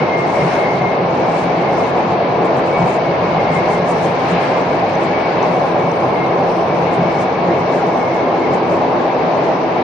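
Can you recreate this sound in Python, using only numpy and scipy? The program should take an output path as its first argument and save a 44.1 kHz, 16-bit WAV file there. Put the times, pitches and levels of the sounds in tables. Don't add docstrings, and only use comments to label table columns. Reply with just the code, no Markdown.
import sys
import numpy as np
from scipy import signal
from scipy.fft import rfft, irfft
from scipy.io import wavfile
from scipy.ndimage import uniform_filter1d

SR = 44100
rng = np.random.default_rng(int(sys.argv[2]) if len(sys.argv) > 2 else 0)


def dump(signal):
    limited = np.clip(np.atleast_2d(signal).T, -1, 1)
    pcm = np.round(limited * 32767).astype(np.int16)
    wavfile.write(sys.argv[1], SR, pcm)


def decibels_to_gain(level_db):
    exponent = np.asarray(level_db, float) / 20
    return 10 ** exponent


N = 433497
COARSE = 40


def rms_one(x):
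    return x / np.sqrt(np.mean(x ** 2) + 1e-20)


def in_time(rows):
    s, *columns = np.transpose(rows)
    return [np.interp(np.arange(N) / SR, s, column) for column in columns]


def at_hz(points, hz):
    table_hz, db = np.transpose(points)
    return np.interp(np.log(hz), np.log(table_hz), db)


def coarse_time():
    return np.arange(0, N + COARSE, COARSE) / SR


def stretched(coarse):
    return np.interp(np.arange(N) / COARSE, np.arange(len(coarse)), coarse)


def coarse_drift(rate_hz):
    r = np.exp(-2 * COARSE * np.pi * rate_hz / SR)
    white = rng.standard_normal(N // COARSE + 2002)
    settled = signal.lfilter([1], [1, -2 * r, r * r], white)[2000:]
    return rms_one(settled)


def drift(rate_hz):
    return stretched(coarse_drift(rate_hz))


def resonance(x, hz, width_hz):
    r = np.exp(-np.pi * width_hz / SR)
    feedback = [1, -2 * r * np.cos(2 * np.pi * hz / SR), r * r]
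    return signal.lfilter(np.array([1, 0, -1]) * (1 - r * r) / 2, feedback, x)


# pitch in Hz, likeness from 0 to 1.
EAR_LIKENESS = [(60, 1), (110, 1.0), (190, 0.99), (340, 0.8), (610, 1), (1080, 0.069), (1930, 0.21),
                (3450, 0.24), (6150, 0.22), (11000, 0.03)]
# pitch in Hz, left minus right in dB.
EAR_LEAN = [(60, -2.5), (250, 2), (400, -1), (640, 1.5), (1030, 0), (1650, 2.5), (2300, 6.5), (3500, -2),
            (4300, 4.5), (4900, 6), (5500, 4.5), (6200, 2), (11000, 2)]


def to_ears(mid, side, hz):
    alike = np.clip(at_hz(EAR_LIKENESS, hz), 0, 1)
    ears = np.sqrt(1 + alike) * mid + np.sqrt(1 - alike) * side * [[1], [-1]]
    return ears * decibels_to_gain(at_hz(EAR_LEAN, hz) / 2 * np.array([[1], [-1]]))


def shaken(modes, patchy_db):
    out = 0
    white = rng.standard_normal((2, 2, N))
    for k, (hz, width_hz, level_db) in enumerate(modes):
        once = resonance(white[k % 2], hz, 1.3 * width_hz)
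        mid, side = resonance(once, hz, 1.3 * width_hz)
        level = stretched(decibels_to_gain(level_db + patchy_db * coarse_drift(3.9)))
        out = out + level * to_ears(mid, side, hz)
    return rms_one(out)


def banded(spectrum, patchy_db, count):
    out = 0
    together = coarse_drift(3.3)
    edges_hz = np.geomspace(spectrum[0][0], spectrum[-1][0], count + 1)
    white = rng.standard_normal((2, 2, N))
    for k, (low, high) in enumerate(zip(edges_hz, edges_hz[1:])):
        band = signal.butter(2, [low, high], "band", fs=SR, output="sos")
        mid, side = signal.sosfilt(band, white[k % 2])
        hz = np.sqrt(low * high)
        flicker_db = patchy_db * (0.65 * together + coarse_drift(16))
        out = out + stretched(decibels_to_gain(at_hz(spectrum, hz) + flicker_db)) * to_ears(mid, side, hz)
    return rms_one(out)


# time in seconds, lift in dB.
RAIL_JOINTS = [(.02, 6.5), (.44, 6.5), (.85, 3.5), (1.31, 2), (1.9, 1), (2.85, 6.5), (3.38, 4.5),
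               (4.33, 3.5), (5.02, 3), (5.5, 2), (5.86, 2), (7.02, 6.5), (7.5, 3), (8.53, 4.5), (8.97, 3.5),
               (9.55, -0.5), (9.82, 3)]


def joint_jolts_db():
    jolt_s, rebound_s, rebound_share = .05, .061, .27
    t, jolt_db = coarse_time(), 0
    for s, lift_db in RAIL_JOINTS:
        jolt = np.exp(-((t - s) / jolt_s) ** 2)
        sag = rebound_share * np.exp(-((t - s - rebound_s) / jolt_s) ** 2)
        jolt_db = jolt_db + lift_db * (jolt - sag)
    return stretched(jolt_db)


# pitch in Hz, level in dB per Hz.
ROAR_SPECTRUM = [(120, -29.5), (200, -4.5), (221, -9), (260, -0.5), (292, -7), (340, -1), (380, 1),
                 (726, 3.5), (897, 0.5), (1150, -6), (1270, -23), (1500, -24.5), (1950, -38.5),
                 (3300, -120)]


def tunnel_roar(jolt_db):
    return decibels_to_gain(-14.64 + 0.2 * jolt_db) * banded(ROAR_SPECTRUM, patchy_db=0.73, count=12)


# pitch in Hz, width in Hz, level in dB.
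BODY_MODES = [(36, 23, -31.5), (57.4, 21, -19.5), (78.5, 33, -23.5), (102.6, 13, -8.5), (114.4, 20, -12.5),
              (137.2, 29.3, -4), (173.2, 21, 0), (205.5, 18, -10)]


def body_boom(shift_db, jolt_db):
    return decibels_to_gain(-24 - shift_db + jolt_db) * shaken(BODY_MODES, patchy_db=-0.35)


# pitch in Hz, width in Hz, level in dB.
FLOOR_MODES = [(259.3, 31, -1), (337, 24.2, 3), (428, 98, -4.5), (644.4, 49, -3), (731, 41, -11.5)]


def floor_drone(shift_db):
    return decibels_to_gain(-24.5 + 1.25 * shift_db) * shaken(FLOOR_MODES, patchy_db=0.0)


# time in seconds, shift in dB.
TRACK_SHIFT = [
    (0, 2),
    (1.0, -0.5),
    (2.4, 1),
    (3.6, -1.5),
    (4.6, 0.5),
    (5.8, 1),
    (7.6, 1.5),
    (8.5, 4),
    (9.83, 3),
]


def running_gear():
    shift_db, = in_time(TRACK_SHIFT)
    jolt_db = joint_jolts_db()
    return tunnel_roar(jolt_db) + body_boom(shift_db, jolt_db) + floor_drone(shift_db)


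# time in seconds, level in dB.
DRIVE_LEVEL = [
    (5.44, -90),
    (5.5, -56),
    (7.0, -56),
    (7.06, -90),
]


def drive_electronics():
    line_db, = in_time(DRIVE_LEVEL)
    tone = np.sin(2 * np.pi * 9000.5 * np.arange(N) / SR)
    line = decibels_to_gain(line_db + drift(8)) * (line_db > -89) * tone
    return line * decibels_to_gain(np.array([[0], [-11.]]))


# time in seconds, peak in dB, pitch in Hz.
FITTING_TICKS = [
    (4.954, -29, 6000),
    (5.429, -25.5, 6000),
    (5.917, -27, 5900),
]


def loose_fitting():
    t, out = np.arange(N) / SR, np.zeros(N)
    for s, peak_db, hz in FITTING_TICKS:
        out += decibels_to_gain(peak_db) * np.exp(-((t - s) / .0013) ** 2) * np.sin(2 * np.pi * hz * t)
    return out * decibels_to_gain(np.array([[0], [-11.]]))


# start in seconds, length in seconds, pitch in Hz,
# lift in dB.
DOOR_SWAYS = [(-.2, 1.18, 2148, 9), (1.58, .27, 2160, 8), (1.97, .06, 2185, 3), (3.0, .35, 2190, 4),
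              (3.35, .44, 2146, 10), (4.33, .3, 2146, 4), (6.11, .15, 2140, 14), (6.28, .2, 2175, 7),
              (6.86, .07, 2148, 8), (7.48, .08, 2190, 4), (7.92, .55, 2170, 6), (3.97, .12, 2285, 1),
              (6.66, .12, 2285, 4), (9.5, .2, 2280, 3)]
# time in seconds, level in dB.
WHISTLE_LEVEL = [(0, -39), (.5, -42), (.7, -37), (1.1, -42), (1.5, -37), (2.1, -43), (2.72, -35),
                 (3.1, -41), (4.1, -42), (4.9, -41), (5.25, -34), (5.4, -44), (5.8, -39), (6.5, -44),
                 (7.1, -35), (7.7, -43), (8.65, -38), (9.0, -47)]


def whistle_course():
    rest_hz, drop_s, return_s = 2250, .05, .1
    t = coarse_time()
    hz, lift_db = rest_hz + 0 * t, 0 * t
    for s, length_s, low_hz, sway_db in DOOR_SWAYS:
        opening = (t - s) / drop_s
        closing = 1 - (t - s - length_s) / return_s
        wide = np.clip(np.minimum(opening, closing), 0, 1)
        hz = hz + wide * (low_hz - hz)
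        lift_db = lift_db + wide * (sway_db - lift_db)
    level_db, = in_time(WHISTLE_LEVEL)
    return stretched(hz) + 13 * drift(7), level_db + stretched(lift_db) + 2.5 * drift(15)


# pitch in Hz, width in Hz, gain in dB.
PANEL_MODES = [(2137, 12, 2), (2192, 14, 0), (2252, 12, 3)]


def whistle():
    hz, level_db = whistle_course()
    wobble_hz, breath_hz, lock_hz = 11, 45, 25
    held_hz = hz + wobble_hz * drift(20)
    for mode_hz, _, _ in PANEL_MODES[::2]:
        held_hz = held_hz + .6 * (mode_hz - held_hz) * np.exp(-((held_hz - mode_hz) / lock_hz) ** 2)
    core = decibels_to_gain(level_db + 1.5 * drift(14)) * np.sin(2 * np.pi * np.cumsum(held_hz) / SR)
    breathy_hz = hz + breath_hz * drift(42.5)
    skirt = decibels_to_gain(level_db + 0.65 * drift(30)) * np.sin(2 * np.pi * np.cumsum(breathy_hz) / SR)
    rung = 0
    for k, (mode_hz, width_hz, gain_db) in enumerate(PANEL_MODES):
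        rung = rung + (-1) ** k * decibels_to_gain(gain_db) * resonance(core + skirt, mode_hz, width_hz)
    left = decibels_to_gain(3) * (.8 * core + .5 * skirt + np.roll(rung, 5))
    right = decibels_to_gain(-4) * np.roll(core + 1.5 * skirt + .2 * rung, 40)
    return np.array([left, right])


# time in seconds, peak in dB, length in seconds.
FIXTURE_PUFFS = [(.309, -52, 0.13), (0.458, -46, 0.07), (0.62, -51, .053), (0.89, -55, .031),
                 (1.39, -44, 0.13), (1.586, -53.5, .04), (1.884, -47.5, 0.042), (2.117, -49.5, 0.029),
                 (2.583, -57, 0.05), (2.705, -52, .082), (2.903, -42.5, 0.1), (3.3, -52.5, .035),
                 (3.444, -53, .037), (3.554, -42.5, 0.071), (3.73, -40, 0.053), (3.898, -40.5, .059),
                 (4.05, -40, 0.046), (4.311, -41, 0.04), (4.42, -47, .051), (4.744, -50, .045),
                 (5.043, -47.5, .064), (9.46, -54, .06), (5.677, -52.5, .044), (9.053, -55, .06),
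                 (8.4, -54, .04), (6.823, -51, .05), (6.942, -45, 0.049), (7.767, -48, 0.084),
                 (8.022, -57, .046), (8.736, -47, 0.069)]
# pitch in Hz, level in dB per Hz.
PUFF_SPECTRUM = [(4500, -1.5), (6000, 11), (7500, 3.5), (9000, 3.5), (10000, -11), (11800, -6.5)]


def fixture_puffs():
    gap_s, small_db, spread_db, small_s = 0.14, -58.5, 7.5, 0.039
    chance = rng.standard_normal((70, 2))
    small = [((k + .3 * a) * gap_s, small_db + spread_db * b, small_s) for k, (a, b) in enumerate(chance)]
    small = small[1:int(N / SR / gap_s) - 1]
    t, swell = np.arange(N) / SR, np.zeros(N)
    for s, peak_db, length_s in list(FIXTURE_PUFFS) + small:
        near = slice(max(int((s - 2 * length_s) * SR), 0), int((s + 2 * length_s) * SR))
        swell[near] += decibels_to_gain(peak_db) * np.exp(-((t[near] - s) / (0.61 * length_s)) ** 2)
    return decibels_to_gain(-0.5) * swell * banded(PUFF_SPECTRUM, patchy_db=0.1, count=4)


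# time in seconds, flow in dB, brightness in dB.
GAP_FLOW = [(0, -24.5, 2), (.2, -26, 1), (.55, -23, 1.5), (1.0, -27, 0.5), (1.38, -25, 3), (1.65, -26, 0),
            (2.3, -26.5, -0.5), (2.8, -25.5, 0), (3.2, -25.5, -0.5), (4.0, -25.5, 2.5), (4.38, -21.5, -3),
            (4.6, -25.5, 1), (5.35, -24, -0.5), (5.9, -27, 0), (7.5, -26, 0.5), (7.8, -27, 2.5),
            (8.2, -27.5, 0), (9.83, -26.5, 0)]
# pitch in Hz, level in dB per Hz.
RUSH_SPECTRUM = [(1200, 1), (1400, -8.5), (1900, -7), (2300, -6.5), (2700, -9.5), (3000, -13.5),
                 (3400, -16.5), (4000, -16), (4400, -15.5), (4800, -31)]
# pitch in Hz, level in dB per Hz.
HISS_SPECTRUM = [(4500, -6.5), (5000, -4), (5500, 3), (6000, 0), (6600, -8), (7300, -11), (8500, -11),
                 (10000, -14), (11800, -12.5)]


def door_air():
    flow_db, bright_db = in_time(GAP_FLOW)
    hiss_db = flow_db - 20 + bright_db + 1.2 * drift(2.7)
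    rush = decibels_to_gain(flow_db - 3.0) * banded(RUSH_SPECTRUM, patchy_db=0.87, count=10)
    hiss = decibels_to_gain(hiss_db) * banded(HISS_SPECTRUM, patchy_db=0.95, count=8)
    return rush + hiss + fixture_puffs()


def coloured(x, modes):
    return x + sum(decibels_to_gain(gain_db) * resonance(x, hz, width_hz) for hz, width_hz, gain_db in modes)


# pitch in Hz, width in Hz, gain in dB.
DOORWAY_MODES = [(1690, 88, 0), (2050, 37, -15.5)]
# pitch in Hz, width in Hz, gain in dB.
AISLE_MODES = [(1505, 27, -1), (1653, 100, 2.5), (1720, 32, -10.5)]


def door_air_at_ears():
    echo_s, echo_db, shadow_hz = .00495, -11.5, 5250
    left, right = door_air()
    left = coloured(left, DOORWAY_MODES)
    left = left + decibels_to_gain(echo_db) * np.roll(left, round(echo_s * SR))
    shade = signal.butter(3, shadow_hz, fs=SR, output="sos")
    right = signal.sosfiltfilt(shade, coloured(right, AISLE_MODES))
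    return np.array([left, right])


def scene():
    return running_gear() + drive_electronics() + loose_fitting() + whistle() + door_air_at_ears()


# pitch in Hz, level in dB per Hz.
MUTE_THRESHOLD = [(4000, -86), (5000, -85), (7000, -86), (9300, -88), (11500, -86)]
TREBLE_EDGES = [196, 216, 240, 264, 292, 320, 352, 384, 416, 448, 480, 512, 544, 1025]


def mute_quiet_bands(x):
    frame, frame_start = 1024, 790
    round_off_db, thin_out_db, thin_out_hz = -6, -5, 5100
    line_hz = SR / (2 * frame)
    window = signal.windows.kaiser_bessel_derived(2 * frame, 4 * np.pi)
    lead = 2 * frame - frame_start
    padded = np.pad(x, ((0, 0), (lead, 2 * frame + (-N - lead) % frame)), "reflect")
    halves = padded.reshape(2, -1, frame)
    spectra = rfft(np.concatenate([halves[:, :-1], halves[:, 1:]], axis=2) * window)
    for low, high in zip(TREBLE_EDGES, TREBLE_EDGES[1:]):
        per_hz = abs(spectra[..., low:high]) ** 2 * 2 / (SR * frame)
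        band = per_hz.mean(axis=2, keepdims=True)
        limit = decibels_to_gain(at_hz(MUTE_THRESHOLD, (low + high) / 2 * line_hz)) ** 2
        waver = decibels_to_gain(2.5 * rng.standard_normal(band.shape))
        heard = band > limit * waver
        thin = (low * line_hz > thin_out_hz) * decibels_to_gain(thin_out_db) ** 2 * uniform_filter1d(band, size=3, axis=1)
        strong = uniform_filter1d(per_hz, size=3, axis=2) > thin
        spectra[..., low:high] *= strong & heard & (per_hz > limit * decibels_to_gain(round_off_db) ** 2)
    frames = irfft(spectra) * window
    joined = frames[:, 1:, :frame] + frames[:, :-1, frame:]
    return joined.reshape(2, -1)[:, lead - frame:lead - frame + N]


def low_pass(x):
    return signal.sosfilt(signal.butter(12, 11570, fs=SR, output="sos"), x)


def record(dry):
    rounded = 1.52 * np.tanh(dry / 1.654)
    fade = np.minimum((N - np.arange(N)) / 150, 1)
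    return low_pass(fade * mute_quiet_bands(rounded))


dry = scene()
out = record(dry)
dump(out)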